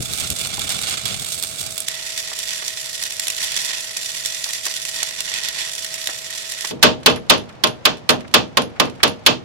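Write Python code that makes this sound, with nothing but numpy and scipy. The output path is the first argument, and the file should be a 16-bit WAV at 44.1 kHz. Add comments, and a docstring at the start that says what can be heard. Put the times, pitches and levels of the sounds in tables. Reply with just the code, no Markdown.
"""A boatyard: a steel eye is stick-welded to a deck, heard from a few steps away in a breeze, then close by.
The arc fries as noise and random sparks, spits short noise bursts and puffs gas over the fan's wavering tones.
Then a chipping hammer knocks the slag off: noise crashes, and decaying noise bands and sines boom as the deck.
Slag ticks and patters and the pick rings between the blows.
The work lies to the right of two spaced microphones, whose input rounds off the loudest peaks."""
import sys
import numpy as np
from scipy import signal
from scipy.fft import rfft, irfft
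from scipy.io import wavfile
from scipy.ndimage import uniform_filter1d

SR = 44100
rng = np.random.default_rng(int(sys.argv[2]) if len(sys.argv) > 2 else 0)


def put_to_file(sound):
    """Save the sound as 16-bit audio at rate SR, in the file named by the first command-line argument."""
    columns = np.atleast_2d(sound).T  # one column per channel
    safe = np.clip(columns, -1, 1)
    whole_steps = np.round(safe * 32767)
    wavfile.write(sys.argv[1], SR, whole_steps.astype(np.int16))


N = 416304
TIME = np.arange(N) / SR
# the scene changes from the far place to the near one; the welding stops (s)
NEAR_S, ARC_END_S = 1.86, 6.712

# Strength of the arc as the hand feeds the rod; it dips where the rod nearly sticks.
# Each row: time in seconds, relative level in dB.
ARC_STRENGTH = [(0.0, -28), (0.27, -26), (0.34, -32), (0.41, -25), (0.5, -28), (0.94, -24), (0.99, -27.4),
                (1.37, -27), (1.55, -30.5), (1.6, -26.5), (1.86, -33.5), (1.9, -29.5), (2.44, -29),
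                (3.34, -30), (3.43, -22), (3.5, -26), (3.55, -23), (3.81, -29.5), (4.39, -28.5),
                (4.44, -30), (4.55, -27.1), (4.6, -32), (4.76, -26), (4.85, -31.5), (5.01, -24.5),
                (5.06, -28.5), (5.38, -28.5), (5.47, -25.5), (5.52, -33), (5.59, -25), (5.86, -30.5),
                (6.67, -28.5)]
# The biggest drops of metal, which short the arc and burst. Each row: time in seconds, relative energy in dB.
BIG_DROPS = [(0.1357, 7.5), (0.1999, 7.5), (0.3028, 11.5), (0.4721, 6), (0.594, 7), (0.693, 8), (0.7042, 6),
             (0.724, 2), (1.0554, 7), (1.426, 9), (1.437, 9.5), (1.6137, 3), (1.779, 9), (1.804, 7),
             (1.884, 12.5), (2.1768, 5.5), (2.3898, 6), (2.491, 3), (2.6807, 8.5), (3.0265, 6.5),
             (3.0372, 9), (3.197, 13), (3.2703, 8), (3.2818, 12.5), (3.3016, 10), (3.5653, 9.5),
             (3.6354, -3), (3.6488, 6), (3.9697, 9.5), (4.2594, 11.5), (4.442, 8.5), (4.5336, 7),
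             (4.6543, 9.5), (4.6666, 9.5), (4.8518, 8), (5.0306, 13), (5.2056, 10.5), (5.3402, 6),
             (5.4867, 9.5), (5.8463, 6), (5.9409, 5), (6.0727, 11.5), (6.5208, 5), (6.609, 5), (6.6497, 6)]
# Hammer blows, the first a soft knock on the deck. Each row: start in seconds, boom gain in dB,
# clank gain in dB, clash gain in dB, pitch of the struck spot in Hz.
BLOWS = [(6.708, -9.5, -27, -25, 3400), (6.8273, 5, 8, 7.5, 3400), (7.06, 2.5, 4.5, 3, 3430),
         (7.297, 0.5, 4.5, 5, 4050), (7.6371, -5, -3.5, -4.5, 3290), (7.853, -5, 0.5, 0, 4000),
         (8.091, -0.5, 1, -4.5, 4430), (8.3398, 0.5, 4, 3.5, 2580), (8.571, -2.5, -3, -6.5, 2990),
         (8.7982, -1.5, -1, -5, 3180), (9.031, -2, 1, -0.5, 4080), (9.2624, -0.5, 2, 4, 4280)]


def from_db(db):
    """Decibels to amplitude."""
    return 10 ** (np.asarray(db) / 20)


def rms_one(x):
    """Scale to rms 1."""
    return x / np.sqrt(np.mean(x ** 2) + 1e-20)


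def in_time(rows):
    """Rows of (s, value) as a curve over the whole scene."""
    return np.interp(TIME, *np.transpose(rows))


def at_hz(points, hz):
    """Each column of a spectrum, read on a log-frequency axis."""
    knots, *columns = np.transpose(points)
    return np.array([np.interp(np.log(hz + 1e-9), np.log(knots), c) for c in columns])


def between(start, end):
    """A gate with 6 ms ramps."""
    opening = np.clip((TIME - start) / .006, 0, 1)
    closing = np.clip((end - TIME) / .006, 0, 1)
    return opening * closing


def drift(rate_hz):
    """Smooth chance with spread 1: noise through a two-pole lowpass, made at a twentieth of the sample rate."""
    pole = np.exp(-40 * np.pi * rate_hz / SR)
    raw = rng.standard_normal(N // 20 + 2002)
    # the filter's first 2000 steps are left out while it settles
    slow = signal.lfilter([1], [1, -2 * pole, pole * pole], raw)[2000:]
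    return np.interp(np.arange(N) / 20, np.arange(len(slow)), rms_one(slow))


def noise(spectrum, size):
    """Coloured stereo noise, independent left and right, rms 1 overall."""
    hz = np.fft.rfftfreq(size, 1 / SR)
    white = rfft(rng.standard_normal((2, size)))
    return rms_one(irfft(white * from_db(at_hz(spectrum, hz)), size))


def band(x, low_hz, high_hz):
    """Keep a band of frequencies."""
    return signal.sosfilt(signal.butter(2, [low_hz, high_hz], "band", fs=SR, output="sos"), x)


def colour(x, spectrum, weight=0.97, size=1024):
    """A causal (minimum-phase) filter with the given spectrum times a weight."""
    gain = weight * from_db(at_hz(spectrum, np.fft.rfftfreq(size, 1 / SR)))
    # folding the cepstrum onto positive time gives minimum phase
    cepstrum = irfft(np.log(gain))
    cepstrum[:, 1:size // 2] *= 2
    cepstrum[:, size // 2 + 1:] = 0
    response = irfft(np.exp(rfft(cepstrum)))
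    return signal.oaconvolve(x, response, axes=1)[:, :x.shape[1]]


def left_late(x, lag_ms):
    """Sound from the right reaches the left microphone later."""
    lag = round(lag_ms * SR / 1000)
    return np.array([np.pad(x[0], (lag, 0))[:x.shape[1]], x[1]])


def add(out, sound, s):
    """Mix a sound in at s seconds."""
    at = round(s * SR)
    out[:, at:at + sound.shape[1]] += sound[:, :N - at]


def clicks(rows):
    """One-sample impulses from rows of (s, level dB)."""
    out = np.zeros(N)
    for s, db in rows:
        out[round(s * SR)] += from_db(db)
    return out


def bursts(rows, t60, snap_db, swell_ms, spread=0.45, size=4000):
    """Each burst swells, snaps, and spits for a time of its own; right-channel energy as in the rows."""
    t = np.arange(size) / SR - .01
    out = np.zeros((2, N))
    snap = np.argmin(np.abs(t))
    for s, db in rows:
        swell_stretch, decay_stretch = np.exp(spread * rng.standard_normal(2))
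        swell = np.exp(np.minimum(t, 0) * 1000 / (swell_ms * swell_stretch))
        decay = from_db(-60 * np.maximum(t, 0) / (t60 * decay_stretch))
        spit = rng.standard_normal((2, size)) * swell * decay
        spit /= np.linalg.norm(spit[1])
        # the snap is a single sample, its level varied by chance
        spit[:, snap] = from_db(snap_db + rng.normal(0, 3.3))
        add(out, from_db(db) * spit / np.linalg.norm(spit[1]), s + t[0])
    return out


def over_deck(x, spectrum, lag_ms, scatter_db, scatter_t60, echo_db, echo_t60, size=4096):
    """A snap arrives directly, with scatter from hatch, mask and deck and a longer echo tail."""
    t = np.arange(size) / SR
    path = np.zeros((2, size))
    path[:, 0] = 1
    for db, t60 in ((scatter_db, scatter_t60), (echo_db, echo_t60)):
        tail = rng.standard_normal((2, size)) * from_db(-60 * t / t60) * (1 - np.exp(-t / .0004))
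        path += from_db(db) * tail / np.linalg.norm(tail, axis=1, keepdims=True)
    # reflections add only fine ripple; the broad colour is that of the spectrum
    broad = uniform_filter1d(np.abs(rfft(path)) ** 2, size=32, axis=1)[:, ::4]
    path = colour(path, spectrum, weight=broad ** -.5)
    path = left_late(path / np.linalg.norm(path[1]), lag_ms)
    return signal.oaconvolve(np.atleast_2d(x), path, axes=1)[:, :N]


def arc_level(wander_db=0.68):
    """The hand sets the level in dB, a little unsteadily; the arc flares as it strikes again at each big drop."""
    flare_db, attack_s, hold_s, release_s = 2, 0.0056, 0.017, 0.11
    # the rise ends at the moment of the burst
    corners_s = np.cumsum([-attack_s, attack_s, hold_s, release_s])
    flare = np.max([np.interp(TIME, s + corners_s, [0, 1, 1, 0]) for s, _ in BIG_DROPS], axis=0)
    return in_time(ARC_STRENGTH) + flare_db * flare + wander_db * drift(18)


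def droplets(count=60, over_arc_db=29):
    """Small drops leave the rod at random, stronger with the arc: rows of (s, relative energy dB)."""
    s = .02 + rng.random(count) * (ARC_END_S - .02)
    return list(zip(s, np.interp(s, *np.transpose(ARC_STRENGTH)) + over_arc_db))


def frying(sparks_per_s=1100, size_db=4.5, sputter_db=2.5, flutter_db=1.22):
    """Tiny discharges fry over a hiss, both in spurts, while the length of the arc tilts their tone."""
    # A longer arc sounds throatier. Each row: time in seconds, dB added to the lows and taken from the highs.
    throat = [(0, -0.5), (0.65, 3.5), (1.1, 4.5), (1.33, -1.5), (1.8, -0.5), (2.33, 0), (2.95, -2.5),
              (3.7, 1.7), (3.85, -1.1), (4.8, -1.5), (5.5, 4.5), (5.75, -1), (6.7, 0.5)]
    spurts = rms_one(from_db(sputter_db * np.minimum(drift(96), 2)))
    burn = from_db(arc_level()) * spurts
    sizes = from_db(size_db * np.minimum(rng.exponential(1, N), 3.5)) * rng.choice([-1, 1], N)
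    sparks = rms_one(sizes * (rng.random(N) < sparks_per_s / SR))
    # one hiss is common to both sides, a softer one differs left and right
    hiss = from_db(-4.0) * rng.standard_normal(N) + from_db(-7.0) * rng.standard_normal((2, N))
    fry = burn * (from_db(-3.0) * sparks + hiss)
    lows = signal.sosfilt(signal.butter(1, 4200, fs=SR, output="sos"), fry)
    tilt = from_db(in_time(throat) + flutter_db * drift(14))
    return lows * tilt + (fry - lows) / tilt


def arc(pop_db=-3.0, puff_db=37.5, eye_hz=3500, eye_db=-7.0):
    """Over the frying, drops burst and gas puffs from the pool; the eye resonates and the deck scatters it all."""
    # Dull puffs of gas from the pool. Each row: time in seconds, relative energy in dB.
    puffs = [(0.578, -24), (2.316, -27), (2.623, -25.5), (4.461, -27), (4.664, -21.5), (5.028, -22.5),
             (5.205, -28), (6.088, -22.5), (6.647, -20.5)]
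    # Colour of the arc from the far and from the near place. Each row: frequency in Hz, left dB, right dB.
    far_colour = [(300, -15.5, -19.5), (940, -15, -17), (1320, -15, -12.5), (2110, -19, -12.5),
                  (2260, -16, -3.5), (3220, -10, -9.5), (3300, -11.5, -2.5), (4830, -13.5, -4.5),
                  (5830, -8.5, -7.5), (7400, -14, -3), (8330, -9, -1.5), (9460, -18, -9.5),
                  (10900, -14, -8.5), (14000, -55, -15.5), (15300, -30, -21)]
    near_colour = [(304, -19.5, -23), (910, -17.5, -13.5), (1405, -13, -15), (1920, -6, 0.5),
                   (2540, -14, -7), (2540, -0.5, -3), (3640, -27, -1), (3690, -8.5, -2), (5240, -6, -2),
                   (6260, -5.5, 0), (6500, -10, -10), (7130, -3.5, -1.5), (7780, -8.5, -6),
                   (10380, -13, -9.5), (13250, -19.5, -18), (16400, -41, -24.5)]
    big = bursts(BIG_DROPS, t60=0.006, snap_db=-1.5, swell_ms=0.42)
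    small = bursts(droplets(), t60=0.009, snap_db=2.0, swell_ms=0.75)
    # a bursting drop is sharper than the frying
    pops = from_db(pop_db) * colour(big + small, [(1500, -3), (5000, 0), (13000, 3.5)])
    gas = from_db(puff_db) * band(bursts(puffs, t60=0.056, snap_db=-19.0, swell_ms=1.8), 310, 1360)
    source = frying() + pops + gas
    # the steel eye under the arc rings along
    source = source + from_db(eye_db) * signal.lfilter(*signal.iirpeak(eye_hz, 12.0, fs=SR), source)
    far = over_deck(source * between(0, NEAR_S), far_colour, lag_ms=1.347,
                    scatter_db=-7.5, scatter_t60=0.025, echo_db=-13.5, echo_t60=0.067)
    near = over_deck(source * between(NEAR_S, ARC_END_S), near_colour, lag_ms=1.995,
                     scatter_db=-4.5, scatter_t60=0.012, echo_db=-13.5, echo_t60=0.23)
    return from_db(1) * far + from_db(1.15) * near


def breeze(buffet_db=2.5):
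    """Lumpy low rumble at the far place, easing off, with a few short low thumps and gusts."""
    # Tone of the rumble. Each row: frequency in Hz, relative level in dB.
    rumble_colour = [(15, -41), (25, -24), (70, -1.5), (141, -1), (352, -14.5), (518, -16), (600, -21),
                     (780, -21), (1320, -120)]
    # Short low thumps and gusts; the first is a thump as the sound starts.
    # Each row: time in seconds, relative peak in dB, half length in seconds (to 1/e of the peak).
    swell_rows = [(0.004, -21.5, 0.011), (0.32, -29.5, 0.025), (0.54, -39, 0.02), (1.055, -39, 0.02),
                  (1.124, -32.5, 0.022)]
    start_db, easing_db_per_s = -36, 5
    lull_s, lull_db_per_s = 1.66, 36
    steady_db = start_db - easing_db_per_s * TIME - lull_db_per_s * np.maximum(TIME - lull_s, 0)
    swells = np.zeros(N)
    for s, db, half_s in swell_rows:
        swells += from_db(db) * np.exp(-np.minimum(np.abs(TIME - s) / half_s, 6) ** 2)
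    strength = np.hypot(from_db(steady_db + buffet_db * drift(17)), swells)
    return strength * noise(rumble_colour, N) * from_db([[1.5], [-1.5]]) * between(0, NEAR_S)


def surroundings(yard_db=-47.0, late_db=-40.5, waver=0.00097):
    """Coloured yard noise throughout; during the welding, sines of slightly wavering pitch for the cooling fan."""
    # Yard noise behind the welding and behind the chipping. Each row: frequency in Hz, relative level in dB.
    yard_welding = [(25, -15), (70, -2.5), (140, 3), (280, -8.5), (550, 1), (900, -10), (2000, -3.5),
                    (6000, -29)]
    yard_chipping = [(25, -28), (70, -4), (130, 0), (250, -7.5), (380, -9), (520, -7), (750, -9.5),
                     (1300, -16.5), (3000, -23), (6000, -32), (14000, -56)]
    # Tones of the welder's fan. Each row: frequency in Hz, relative level in dB.
    fan_tones = [(647, -51), (1294, -62.5)]
    phase_per_hz = 2 * np.pi * np.cumsum(1 + waver * drift(8.7)) / SR
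    fan = sum(from_db(db) * np.sqrt(2) * np.sin(hz * phase_per_hz) for hz, db in fan_tones)
    # a little to the left, its level unsteady
    fan = fan * from_db([[2.5], [-3.0]]) * from_db(1.5 * drift(4))
    welding = fan + from_db(yard_db) * noise(yard_welding, N)
    chipping = from_db(late_db) * noise(yard_chipping, N)
    return between(0, ARC_END_S) * welding + (TIME > ARC_END_S) * chipping


def deck_ring(t, swell_cycles=2.6):
    """Countless plate modes die band by band; the slow low bending waves take longer to build up."""
    # Dense ringing of the deck. Each row: frequency in Hz, left dB, right dB.
    ring_colour = [(40, -25, -34), (115, -6.5, -4.5), (232, -5.5, -2.5), (483, -3, -7.5), (784, -6.5, -6.5),
                   (1160, -5.5, -6.5), (2240, -13.5, -13.5), (2750, -12, -4.5), (3500, -10.5, -7.5),
                   (4300, -13.5, -11.5), (6280, -21, -22), (8900, -37, -37), (14000, -48, -45)]
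    # Its decay. Each row: frequency in Hz, time to fall 60 dB in seconds.
    ring_t60 = [(60, 0.54), (160, 0.35), (420, 0.33), (1100, 0.18), (2900, 0.2), (7700, 0.21), (14000, 0.2)]
    centres = np.geomspace(40, 16000, 18)
    hz = np.fft.rfftfreq(len(t), 1 / SR)
    field = rfft(noise(ring_colour, len(t)))
    out = 0
    for centre, pick in zip(centres, np.eye(len(centres))):
        # overlapping triangular bands whose powers add to one
        part = irfft(field * np.sqrt(np.interp(hz, centres, pick)), len(t))
        decay = from_db(-60 * t / at_hz(ring_t60, centre))
        out = out + part * decay * (1 - np.exp(-t * centre / swell_cycles))
    return out


def hammer(deck_db=-9.5, clash_db=1.0, modes_db=0.5, spot_db=-4.5, crush_db=-15.0, size=24000):
    """Each blow crashes on the weld and rings the deck, a little differently wherever the pick lands."""
    # The crash of steel on steel. 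Each row: frequency in Hz, left dB, right dB.
    crash_colour = [(70, -44, -37.5), (300, -33, -3), (1000, -7, -5.5), (2000, -7, 1.5), (3300, 3, 6.5),
                    (4600, -0.5, 4), (8000, -14.5, -12), (10800, -39.5, -6.5), (15000, -28, -19)]
    # Clear modes of deck and eye. Each row: frequency in Hz, left dB, right dB, 60 dB decay in seconds.
    steel_modes = [(197, -27, -21.5, 0.38), (243.7, -31, -20.5, 0.52), (322.7, -26, -27, .3),
                   (434, -23, -22, 0.27), (474.4, -19, -22.5, 0.36), (539, -31, -31, 0.29),
                   (624, -22, -24.5, 0.33), (923, -21, -22.5, 0.2), (1056, -13.5, -33, 0.14),
                   (1200, -21, -22.5, 0.18), (1378, -24, -21, 0.16), (1546, -23.5, -19.5, 0.11),
                   (2610, -27, -20, 0.18), (3109, -26, -24, 0.19), (3490, -21, -18, 0.19)]
    grind_s, clash_t60, spot_t60 = 0.0034, 0.023, 0.034
    # the pick rebounds at once and touches the weld again
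    rebound_s, rebound_db, rebound_t60 = 0.009, -6.5, 0.016
    # share of the deck's ring common to all blows; spread of the mode levels from blow to blow (dB)
    alike, vary_db = 0.65, 3.5
    t, out = np.arange(size) / SR, np.zeros((2, N))
    hz, left_db, right_db, t60 = np.transpose(steel_modes)[:, :, None]
    swell = 1 - np.exp(-t * hz / 0.98)
    modes = from_db(-60 * t / t60) * swell * np.exp(2j * np.pi * hz * t)
    levels_db = np.hstack([left_db, right_db]).T
    same = deck_ring(t)
    for s, boom_db, clank_db, bright_db, spot_hz in BLOWS:
        strengths = from_db(levels_db + rng.normal(0, vary_db, len(hz)))
        strengths = strengths * np.exp(.6j * rng.standard_normal((2, len(hz))))
        plate = np.sqrt(alike) * same + np.sqrt(1 - alike) * deck_ring(t)
        # the pick grinds through the slag for a moment before the crash dies
        crash = from_db(-60 * np.maximum(t - grind_s, 0) / clash_t60)
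        again = t - rebound_s * rng.uniform(.8, 1.2)
        rebound = (again > 0) * from_db(rebound_db - 60 * np.abs(again) / rebound_t60)
        clash = noise(crash_colour, size) * np.hypot(crash, rebound)
        # the struck spot pings, weaker on the left
        spot = np.sin(2 * np.pi * spot_hz * t) * from_db(spot_db - 60 * t / spot_t60) * from_db([[-4], [0]])
        body = from_db(deck_db) * plate + from_db(modes_db) * (strengths @ modes).imag
        blow = left_late(body + from_db(clash_db) * clash + spot, lag_ms=1.9)
        add(out, colour(blow, [(350, boom_db), (1200, clank_db), (3500, bright_db)]), s)
    # the crust gives way just before steel meets steel
    crust = bursts([(s - .002, db) for s, _, _, db, _ in BLOWS], t60=0.033, snap_db=-16.0, swell_ms=5.5)
    return out + from_db(crush_db) * left_late(band(crust, 1500, 6700), lag_ms=1.9)


def slag(crumbs_per_s=45, crumb_db=-29.5, shiver_db=3.5, size=16000):
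    """Bright contacts and blows set the pick ringing as decaying sines; crumbs of slag patter as random clicks."""
    # The pick bounces and large bits of slag land. Each row: time in seconds, relative level in dB.
    contacts = [(6.8263, 1), (7.032, -10), (7.098, 3), (7.16, -3.5), (7.378, -6), (7.492, -14.5),
                (7.6712, 6.5), (7.9704, -13), (7.98, -16), (8.1038, 16), (8.2063, -11), (8.279, -15),
                (8.313, -18), (8.6193, 1.5), (8.854, -7), (8.898, -10.5), (8.9517, -22), (9.078, 4)]
    # Thin ring of the bouncing pick. Each row: frequency in Hz, relative level in dB, 60 dB decay in seconds.
    pick_modes = [(11050, -40.5, 0.17), (11100, -43, .15), (12600, -58, .16)]
    # Colour of the contacts. Each row: frequency in Hz, left dB, right dB.
    bright = [(497, -20, 4), (1800, -12, 6), (3000, 4, 12.0), (6000, 1.5, 3), (11200, -20, -3.5), (15000, -27, -24)]
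    t = np.arange(size) / SR
    ring = sum(from_db(db - 60 * t / t60) * np.sin(2 * np.pi * hz * t) for hz, db, t60 in pick_modes)
    # only the firmer contacts ring the pick, up to a limit
    strikes = clicks([(s, min(db, 3)) for s, db in contacts if db > -10])
    strikes = strikes + clicks([(s, min(db, -3.0)) for s, _, _, db, _ in BLOWS])
    pick = signal.oaconvolve(strikes, ring)[:N] * from_db([[-8], [0]]) * from_db(shiver_db * drift(30))
    crumb_sizes = from_db(crumb_db + 3.5 * rng.standard_normal(N))
    crumbs = (rng.random(N) < crumbs_per_s / SR) * crumb_sizes * (TIME > BLOWS[0][0])
    return pick + over_deck(clicks(contacts) + crumbs, bright, lag_ms=2.2,
                            scatter_db=14.0, scatter_t60=0.016, echo_db=7.0, echo_t60=0.12)


def scuffs(scuff_db=11.0):
    """Brief mid-pitched rubs between the blows: noise bursts in a band."""
    # Short dull scuffs. 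Each row: time in seconds, relative energy in dB.
    rubs = [(7.03, -15), (7.17, -6), (7.5, -13), (8.215, -14), (8.25, -13), (8.765, -12), (8.875, -7),
            (9.005, -5.5)]
    return from_db(scuff_db) * band(bursts(rubs, t60=0.077, snap_db=-18.0, swell_ms=4.0), 960, 2300)


def scene():
    """Welding, then chipping, in the open yard."""
    return arc() + hammer() + slag() + scuffs() + breeze() + surroundings()


def record(dry, top=0.76, cutoff_hz=15900):
    """The input overloads softly on the loudest peaks; a steep lowpass cuts the extreme treble."""
    clipped = dry / (1 + (dry / top) ** 6) ** (1 / 6)
    return signal.sosfilt(signal.ellip(10, .1, 70, cutoff_hz, fs=SR, output="sos"), clipped)


dry = scene()
out = record(dry)
put_to_file(out)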